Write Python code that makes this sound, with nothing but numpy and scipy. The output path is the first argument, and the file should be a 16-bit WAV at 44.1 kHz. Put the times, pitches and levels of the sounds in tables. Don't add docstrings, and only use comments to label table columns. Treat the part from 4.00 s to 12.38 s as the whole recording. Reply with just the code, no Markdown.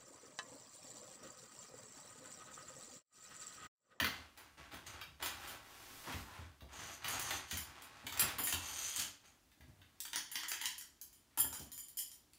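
import sys
import numpy as np
from scipy import signal
from scipy.io import wavfile

SR = 44100
rng = np.random.default_rng(int(sys.argv[2]) if len(sys.argv) > 2 else 0)


def store_wav(level_fs):
    pcm = np.round(np.clip(np.atleast_2d(level_fs), -1, 1) * 32767)
    wavfile.write(sys.argv[1], SR, pcm.T.astype(np.int16))


N = 369602


def amp(db):
    return 10 ** (np.asarray(db) / 20)


def unit(x):
    return x / np.sqrt(np.mean(x ** 2) + 1e-20)


def blow(x):
    return x * np.sqrt(.03 * SR / (np.sum(x ** 2) + 1e-20))


def read(points, hz):
    f, value = np.transpose(points)
    return np.interp(np.log(hz + 1), np.log(f + 1), value)


def add(mix, s, sound):
    part = mix[max(round(s * SR), 0):][:len(sound)]
    part += sound[:len(part)]


def colour(x, spectrum, size=4096):
    hz = abs(np.fft.fftfreq(size, 1 / SR))
    log_gain = np.log(amp(read(spectrum, hz)))
    taps = np.fft.ifft(np.exp(np.conj(signal.hilbert(log_gain)))).real
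    return signal.oaconvolve(x, taps[:size // 2])[:len(x)]


def resonate(x, hz, width):
    return signal.lfilter(*signal.iirpeak(hz, hz / width, SR), x)


def grains(per_s, spread_db):
    chance = rng.random(N)
    size = np.minimum(rng.exponential(1, N), 4)
    sign = rng.choice([-1, 1], N)
    return unit((chance < per_s / SR) * amp(spread_db * size) * sign)


def unsteady(depth_db, rate_hz):
    knots = rng.standard_normal(4096)
    return amp(depth_db * np.interp(np.arange(N) / SR * rate_hz, np.arange(len(knots)), knots))


def strokes(rows, release_db_per_s, gather=0.61, longest_s=1):
    power, t = np.zeros(N), np.arange(0, longest_s, 1 / SR)
    for start, rise_s, hold_s, db in rows:
        speed = np.minimum(t / max(rise_s, 1 / SR), 1) ** gather
        released_s = np.maximum(t - rise_s - hold_s, 0)
        add(power, start, (speed * amp(db - release_db_per_s * released_s)) ** 2)
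    return np.sqrt(power)


# (frequency [Hz], time [s])
ROOM_FADE = [(80, 0.73), (260, 0.39), (700, 0.35), (1800, 0.36), (5000, 0.41), (10000, 0.28), (16000, 0.23)]


def room(x, wet_db, build_s=0.0025, count=8):
    t = np.arange(24576) / SR
    hz, when, z = signal.stft(rng.standard_normal(len(t)), SR, nperseg=256)
    fade = amp(-60 * when / read(ROOM_FADE, hz)[:, None])
    tail = signal.istft(z * fade, SR, nperseg=256)[1][:len(t)]
    tail *= 1 - np.exp(-t / build_s)
    tail /= np.linalg.norm(tail)
    echo_s = rng.uniform(.002, .035, count)
    tail[(echo_s * SR).astype(int)] += 0.16 * rng.choice([-1, 1], count)
    tail *= amp(wet_db)
    tail[0] += 1
    return signal.fftconvolve(x, tail)[:N]


# (frequency [Hz], relative level per Hz [dB])
STILL_COLOUR = [(20, -51), (35, -6), (60, -0.5), (130, -10), (190, -10), (290, -7), (450, -17.5),
                (960, -17), (2000, -20.5), (6000, -22), (16000, -27)]


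def still_room(level_db=-72):
    return amp(level_db) * unit(colour(rng.standard_normal(N), STILL_COLOUR))


def ring(modes, t, ring_s, damping=0.16):
    out = np.zeros(len(t))
    for hz, width, db in modes:
        noise = rng.standard_normal(len(t))
        cluster = resonate(resonate(noise, hz, width), hz, width)
        cluster = cluster[::-1]
        t60 = ring_s * (5000 / hz) ** damping
        out += amp(db) * blow(cluster * amp(-60 * t / t60))
    return out


def contacts(t, chatter_s, bounce, count=5):
    delay = rng.exponential(1, count)
    at = np.clip((delay * chatter_s * SR).astype(int), 1, len(t) - 1)
    train = np.zeros(len(t))
    train[at] = bounce * np.exp(-delay / 2) * rng.choice([-1, 1], count)
    train[0] = 1
    return train / np.linalg.norm(train)


# (frequency [Hz], resonator width [Hz], relative level [dB])
SHORT_TUBE = [(3230, 110, -17), (5100, 300, -21), (7350, 120, -8), (9690, 170, -2), (11080, 260, -5),
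              (12900, 180, 0), (14910, 260, -1)]
LONG_TUBE = [(3080, 330, -7), (4950, 420, -8), (7060, 250, -1), (9350, 280, 0), (10820, 260, -3),
             (12400, 300, 0), (14780, 300, -1)]
# (frequency [Hz], resonator width [Hz], relative level [dB])
BENDING = [(298, 42, -12.5), (966, 126, -2), (1915, 510, 5.5), (3104, 490, 6), (4640, 130, 1.5),
           (5760, 350, -18), (6220, 370, -1.5)]
# (frequency [Hz], relative level per Hz [dB])
TICK_COLOUR = [(300, -41), (2000, -17.5), (4500, 0), (7000, 4), (10000, 0.5), (13000, -4), (16000, 0.5)]


def pole_hits(rows, body, body_db, body_s, bend_db, tick_db, tick_s,
              short_db, long_db, rise_s, chatter_s, bounce, wet_db):
    out, t = np.zeros(N), np.arange(10000) / SR
    for s, knock, tick, ring_db, share in rows:
        share = np.clip(share, .01, .99)
        short, long = ring_db + 10 * np.log10([1 - share, share])
        push = rng.standard_normal(len(t)) * np.exp(-t / body_s)
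        grit = rng.standard_normal(len(t)) * np.exp(-t / tick_s)
        parts = [(knock + body_db, colour(push, body)),
                 (knock + bend_db, ring(BENDING, t, ring_s=0.04)),
                 (short + short_db, ring(SHORT_TUBE, t, ring_s=0.078)),
                 (long + long_db, ring(LONG_TUBE, t, ring_s=0.26))]
        attack = 1 - np.exp(-t / rise_s)
        hit = sum(amp(db) * blow(part * attack) for db, part in parts)
        hit += amp(tick + tick_db) * blow(colour(grit, TICK_COLOUR))
        bounced = signal.fftconvolve(hit, contacts(t, chatter_s, bounce))[:len(t)]
        add(out, s, room(bounced, wet_db))
    return out


# (time [s], relative knock [dB], relative tick [dB], relative ring [dB], long tube's share of the ring [0-1])
FLOOR_KNOCKS = [(0.0, -25.5, -70, -49.5, 1), (0.044, -26.5, -70, -57, .9), (0.375, -52.5, -53, -59, 0.6),
                (0.719, -51, -69, -68, .1), (0.741, -47, -59, -61, 0.4), (0.865, -47.5, -58, -74, .5),
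                (0.934, -60, -71, -80, .5), (1.013, -41, -60, -78, .3), (1.225, -34, -44, -43.5, 1),
                (1.26, -35.5, -36.5, -47, .3), (1.476, -49, -49, -50.5, .5), (2.124, -42, -48, -70, .5),
                (2.607, -53, -78.5, -87, .5), (3.044, -35.5, -48, -59, 0.2), (3.082, -37.5, -41, -42, 0),
                (3.196, -41.5, -31.5, -54, 0.8), (3.307, -35, -37, -52, 0.8), (3.511, -36, -33, -52, 1),
                (3.571, -41, -38, -40.5, 0.35), (3.821, -53, -47.5, -58, 0), (4.067, -38.5, -40.5, -52, 0),
                (4.124, -39.5, -39.5, -59, .4), (4.174, -39, -36, -57, 0.4),
                (4.195, -31.5, -23.5, -27.5, 0.01), (4.218, -32.5, -48, -61, .3),
                (4.288, -39, -56, -66, .5), (4.384, -38.5, -39, -37, 0.6), (4.436, -59, -41, -33, 0.14),
                (4.471, -34, -34, -39, 0.2), (4.525, -30, -30.5, -40.5, 0), (4.962, -45.5, -30.5, -63, .4),
                (4.995, -40, -30.5, -48, 0.7), (5.516, -63, -68, -82, .3), (5.607, -57, -77, -92, .5),
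                (5.816, -56, -81, -90, .5), (7.374, -42.5, -42, -36, 0.1), (7.385, -53, -36, -31.5, 0),
                (7.399, -63, -40, -26.5, 0), (7.528, -64, -38.5, -45, .95), (7.595, -66, -43, -53.5, .9)]
# (frequency [Hz], relative level per Hz [dB])
FLOOR_BODY = [(60, -25), (250, -17.5), (450, -9.5), (800, -4.5), (1500, 4), (2400, 2.5), (3700, 2.5),
              (4700, -5), (8000, -18.5), (16000, -6)]


def bundle_knocks():
    return pole_hits(FLOOR_KNOCKS, FLOOR_BODY, body_db=-12.5, body_s=0.0029, bend_db=-19.5,
                     tick_db=-14.5, tick_s=0.0023, short_db=-7.0, long_db=-6.0,
                     rise_s=0.0017, chatter_s=.012, bounce=0.21, wet_db=1.5)


# (start [s], rise [s], hold [s], relative level [dB])
CANVAS_TUGS = [(0.0, 0.0043, 0.15, -49.5), (0.365, 0.011, 0.043, -55.5), (0.57, 0.013, 0.041, -54.5),
               (0.71, 0.0097, 0.021, -50.5), (0.85, 0.028, 0.11, -52.5), (1.195, 0.029, 0.046, -45),
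               (1.3, 0.13, 0.097, -49), (1.58, 0.13, 0.29, -57.5), (2.03, 0.063, 0.042, -46),
               (2.24, 0.15, 0.032, -55.5), (2.68, 0.16, 0.055, -47.5), (3.0, 0.15, 0.026, -41),
               (3.23, 0.074, 0.026, -42), (3.49, .03, 0.24, -55.5), (3.76, 0.027, 0.44, -56),
               (4.13, .09, 0.05, -41), (4.38, .01, 0.0071, -48), (4.45, 0.17, 0.23, -52),
               (4.92, 0.1, 0.028, -56), (5.235, 0.0067, 0.013, -63), (5.58, 0.017, 0.49, -74),
               (7.3, .02, 0.036, -69), (7.373, 0.0033, 0.044, -58), (7.525, .005, 0.022, -55.5)]
# (start [s], rise [s], hold [s], relative level [dB])
SLEEVE_BRUSHES = [(1.33, 0.14, .04, -56.5), (1.6, 0.37, .24, -55.5), (2.24, 0.036, 0.089, -66)]
# (frequency [Hz], relative level per Hz [dB])
CRUMPLE_COLOUR = [(25, -45), (50, 1), (80, 6), (170, -5), (270, -0.5), (450, -6.5), (750, 0), (1250, 1.5),
                  (1700, -0.5), (2600, -3.5), (4000, -6), (8000, -13.5), (16000, -27.5)]
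SWISH_COLOUR = [(300, 7.5), (2000, 3.5), (6000, 4.5), (10000, 1.5), (13000, 2.5), (16000, 2.5)]
FOLD_HZ = np.geomspace(350, 2800, 8)


def canvas(crumple_db=-5, swish_db=-2, fold_db=-9, fold_q=5):
    handling = strokes(CANVAS_TUGS, release_db_per_s=108)
    brushing = strokes(SLEEVE_BRUSHES, release_db_per_s=168)
    clumps = grains(per_s=1500, spread_db=2.5) * unsteady(depth_db=0.5, rate_hz=50)
    snaps = unit(colour(clumps, CRUMPLE_COLOUR))
    folds = sum(unsteady(depth_db=2.5, rate_hz=20) * resonate(snaps, hz, hz / fold_q) for hz in FOLD_HZ)
    crumple = unit(snaps + amp(fold_db) * folds)
    hiss = unit(colour(rng.standard_normal(N), SWISH_COLOUR))
    rustle = amp(crumple_db) * handling * crumple
    swish = amp(swish_db) * brushing * hiss
    return room(rustle + swish, wet_db=-4)


# (time [s], relative deep boom [dB], relative hollow knock [dB])
THUDS = [(0.009, -44, -43.5), (0.595, -55.5, -72), (0.729, -55, -55), (0.879, -55, -70),
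         (1.074, -53.5, -80), (2.068, -62, -51.5), (2.14, -41, -52), (2.387, -45, -60), (2.619, -46, -57),
         (2.774, -58, -75), (3.05, -51, -73), (3.527, -41, -56), (4.04, -50.5, -55.5), (4.221, -45, -50),
         (4.397, -55, -51.5), (4.53, -44, -51.5), (4.982, -52, -57), (5.603, -53, -66.5), (5.681, -53, -68),
         (5.789, -59.5, -72), (7.39, -49, -61), (7.448, -52, -55.5), (7.595, -50.5, -55.5)]
# (frequency [Hz], relative level per Hz [dB])
BOOM_COLOUR = [(25, -34), (45, -35), (68, 0.5), (88, -2), (120, -11.5), (180, -14.5), (500, -49)]
HOLLOW_COLOUR = [(60, -29.5), (120, -1.5), (170, -7.5), (205, -3.5), (260, 2.5), (350, -6.5), (480, -12),
                 (700, -8.5), (2000, -40.5)]


def floorboards(boom_s=0.019, boom_db=-7, hollow_s=0.042, hollow_db=-2):
    out, t = np.zeros(N), np.arange(12000) / SR
    for s, boom, hollow in THUDS:
        heavy = rng.standard_normal(len(t)) * np.exp(-t / boom_s)
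        light = rng.standard_normal(len(t)) * np.exp(-t / hollow_s)
        thud = amp(boom + boom_db) * blow(colour(heavy, BOOM_COLOUR))
        thud += amp(hollow + hollow_db) * blow(colour(light, HOLLOW_COLOUR))
        add(out, s, room(thud, wet_db=-4))
    return out


# (start [s], rise [s], hold [s], relative level [dB])
SCRAPES = [(0.863, 0.0022, 0.0089, -49), (2.72, 0.018, 0.2, -53.5), (3.03, 0.097, 0.024, -41),
           (3.2, 0.023, 0.15, -45.5), (3.465, 0.056, 0.028, -49.5), (4.45, .03, 0.023, -42),
           (4.55, 0.23, 0.19, -42.5), (4.96, 0.0043, 0.064, -39), (5.24, 0.013, 0.022, -64.5)]
# (frequency [Hz], width [Hz], relative level [dB])
SCRAPE_MODES = [(3180, 290, -5), (4530, 100, -4), (6133, 164, 4), (6000, 200, -7), (6610, 230, 2),
                (7000, 120, -15), (7250, 140, -13), (7480, 160, -24), (8360, 360, -9), (10900, 270, -8),
                (11800, 140, -3), (12500, 200, -19), (13700, 240, -17), (15000, 36, -10)]
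# (frequency [Hz], relative level per Hz [dB])
GRIT_COLOUR = [(300, -13.5), (1500, 0), (3600, 2.5), (5500, 5), (7000, -6.5), (10000, -3), (13000, -31),
               (16000, -16)]
SLIDE_STOP_DB_PER_S = 265


def scrape(scrape_db=-3, grit_db=-11):
    slips = grains(per_s=7000, spread_db=5.5) * unsteady(depth_db=1.0, rate_hz=70)
    tube = np.zeros(N)
    for hz, width, db in SCRAPE_MODES:
        tube += amp(db) * unsteady(depth_db=4.0, rate_hz=16) * resonate(slips, hz, width)
    rough = unit(tube + amp(grit_db) * colour(slips, GRIT_COLOUR))
    return room(amp(scrape_db) * strokes(SCRAPES, SLIDE_STOP_DB_PER_S) * rough, wet_db=-5.5)


# (time [s], relative level [dB])
LANDINGS = [(2.073, -48), (4.389, -46), (7.375, -47.5), (7.445, -51), (7.529, -54)]
# (start [s], rise [s], hold [s], relative level [dB])
DRAGS = [(2.06, 0.015, 0.058, -54.5), (2.24, 0.07, 0.075, -57)]
# (frequency [Hz], resonator width [Hz], relative level [dB])
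BOARD_MODES = [(306, 71, -7), (786, 350, -8.5), (964, 180, 0.5), (1356, 120, -3.5), (1710, 190, -5)]


def landings_and_drags(board_db=-4, board_s=0.025, drag_db=-2):
    out, t = np.zeros(N), np.arange(6000) / SR
    for s, db in LANDINGS:
        clack = amp(db + board_db) * blow(ring(BOARD_MODES, t, ring_s=board_s))
        add(out, s, room(clack, wet_db=0))
    slips = grains(per_s=3700, spread_db=2.0)
    rub = unit(sum(amp(db) * resonate(slips, hz, width) for hz, width, db in BOARD_MODES))
    return out + room(amp(drag_db) * strokes(DRAGS, SLIDE_STOP_DB_PER_S) * rub, wet_db=-2.5)


# (time [s], relative knock [dB], relative tick [dB], relative ring [dB], long tube's share of the ring [0-1])
HAND_CLACKS = [(6.0035, -45, -38, -44, 0), (6.052, -37.5, -44.5, -54, .8), (6.132, -30.5, -40, -61, .9),
               (6.159, -27.5, -33.5, -49, .8), (6.316, -42, -51, -44, 0.5), (6.356, -27.5, -46, -45.5, 0),
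               (6.4, -41, -49, -65, .2), (6.434, -33.5, -45.5, -70, .7), (6.484, -48, -40, -42, 0.5),
               (6.517, -28.5, -33.5, -69, .6), (6.614, -35, -40, -46, 0.1), (6.657, -30.5, -30.5, -50, 0.7),
               (6.781, -48, -45, -47, 0.3), (6.811, -45, -46.5, -58, .2), (7.014, -54.5, -45, -50, 0.07),
               (7.129, -64, -60, -61, 0.8), (7.718, -53.5, -48, -49.5, 1), (7.778, -53, -48, -46, .8),
               (7.884, -67, -52, -54.5, 0.2), (7.971, -55, -47, -37, .7), (7.988, -47, -38, -46, 0.6),
               (8.116, -57, -49, -58, .9), (8.334, -60, -55.5, -75, 0.2)]
# (frequency [Hz], relative level per Hz [dB])
HAND_BODY = [(100, -26), (550, -23.5), (850, 1), (2500, 6.5), (4000, 4.5), (8000, -4), (16000, -32)]


def hand_clacks():
    return pole_hits(HAND_CLACKS, HAND_BODY, body_db=-20.5, body_s=0.0015, bend_db=-20.5,
                     tick_db=-11.5, tick_s=0.0021, short_db=-6.5, long_db=-5,
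                     rise_s=0.0001, chatter_s=.005, bounce=0.23, wet_db=1.0)


# (start [s], rise [s], hold [s], relative level [dB])
RATTLES = [(6.13, 0.015, 0.027, -49.5), (6.28, 0.058, 0.26, -54.5), (6.6, 0.021, 0.037, -47.5)]


def rattle(rattle_db=-2, grit_db=-7):
    touches = grains(per_s=500, spread_db=2.0)
    tube = np.zeros(N)
    for hz, width, db in BENDING:
        tube += amp(db) * resonate(resonate(touches, hz, width), hz, width)
    chatter = unit(tube) + amp(grit_db) * unit(colour(touches, HAND_BODY))
    return room(amp(rattle_db) * strokes(RATTLES, release_db_per_s=202) * chatter, wet_db=-3.0)


def scene():
    floor = bundle_knocks() + floorboards() + landings_and_drags()
    hands = hand_clacks() + rattle()
    return np.tile(still_room() + floor + canvas() + scrape() + hands, (2, 1))


def record(dry):
    taps = signal.firwin(511, 15750, window=("kaiser", 9), fs=SR)
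    return signal.oaconvolve(dry, taps[None], "same")


dry = scene()
out = record(dry)
store_wav(out)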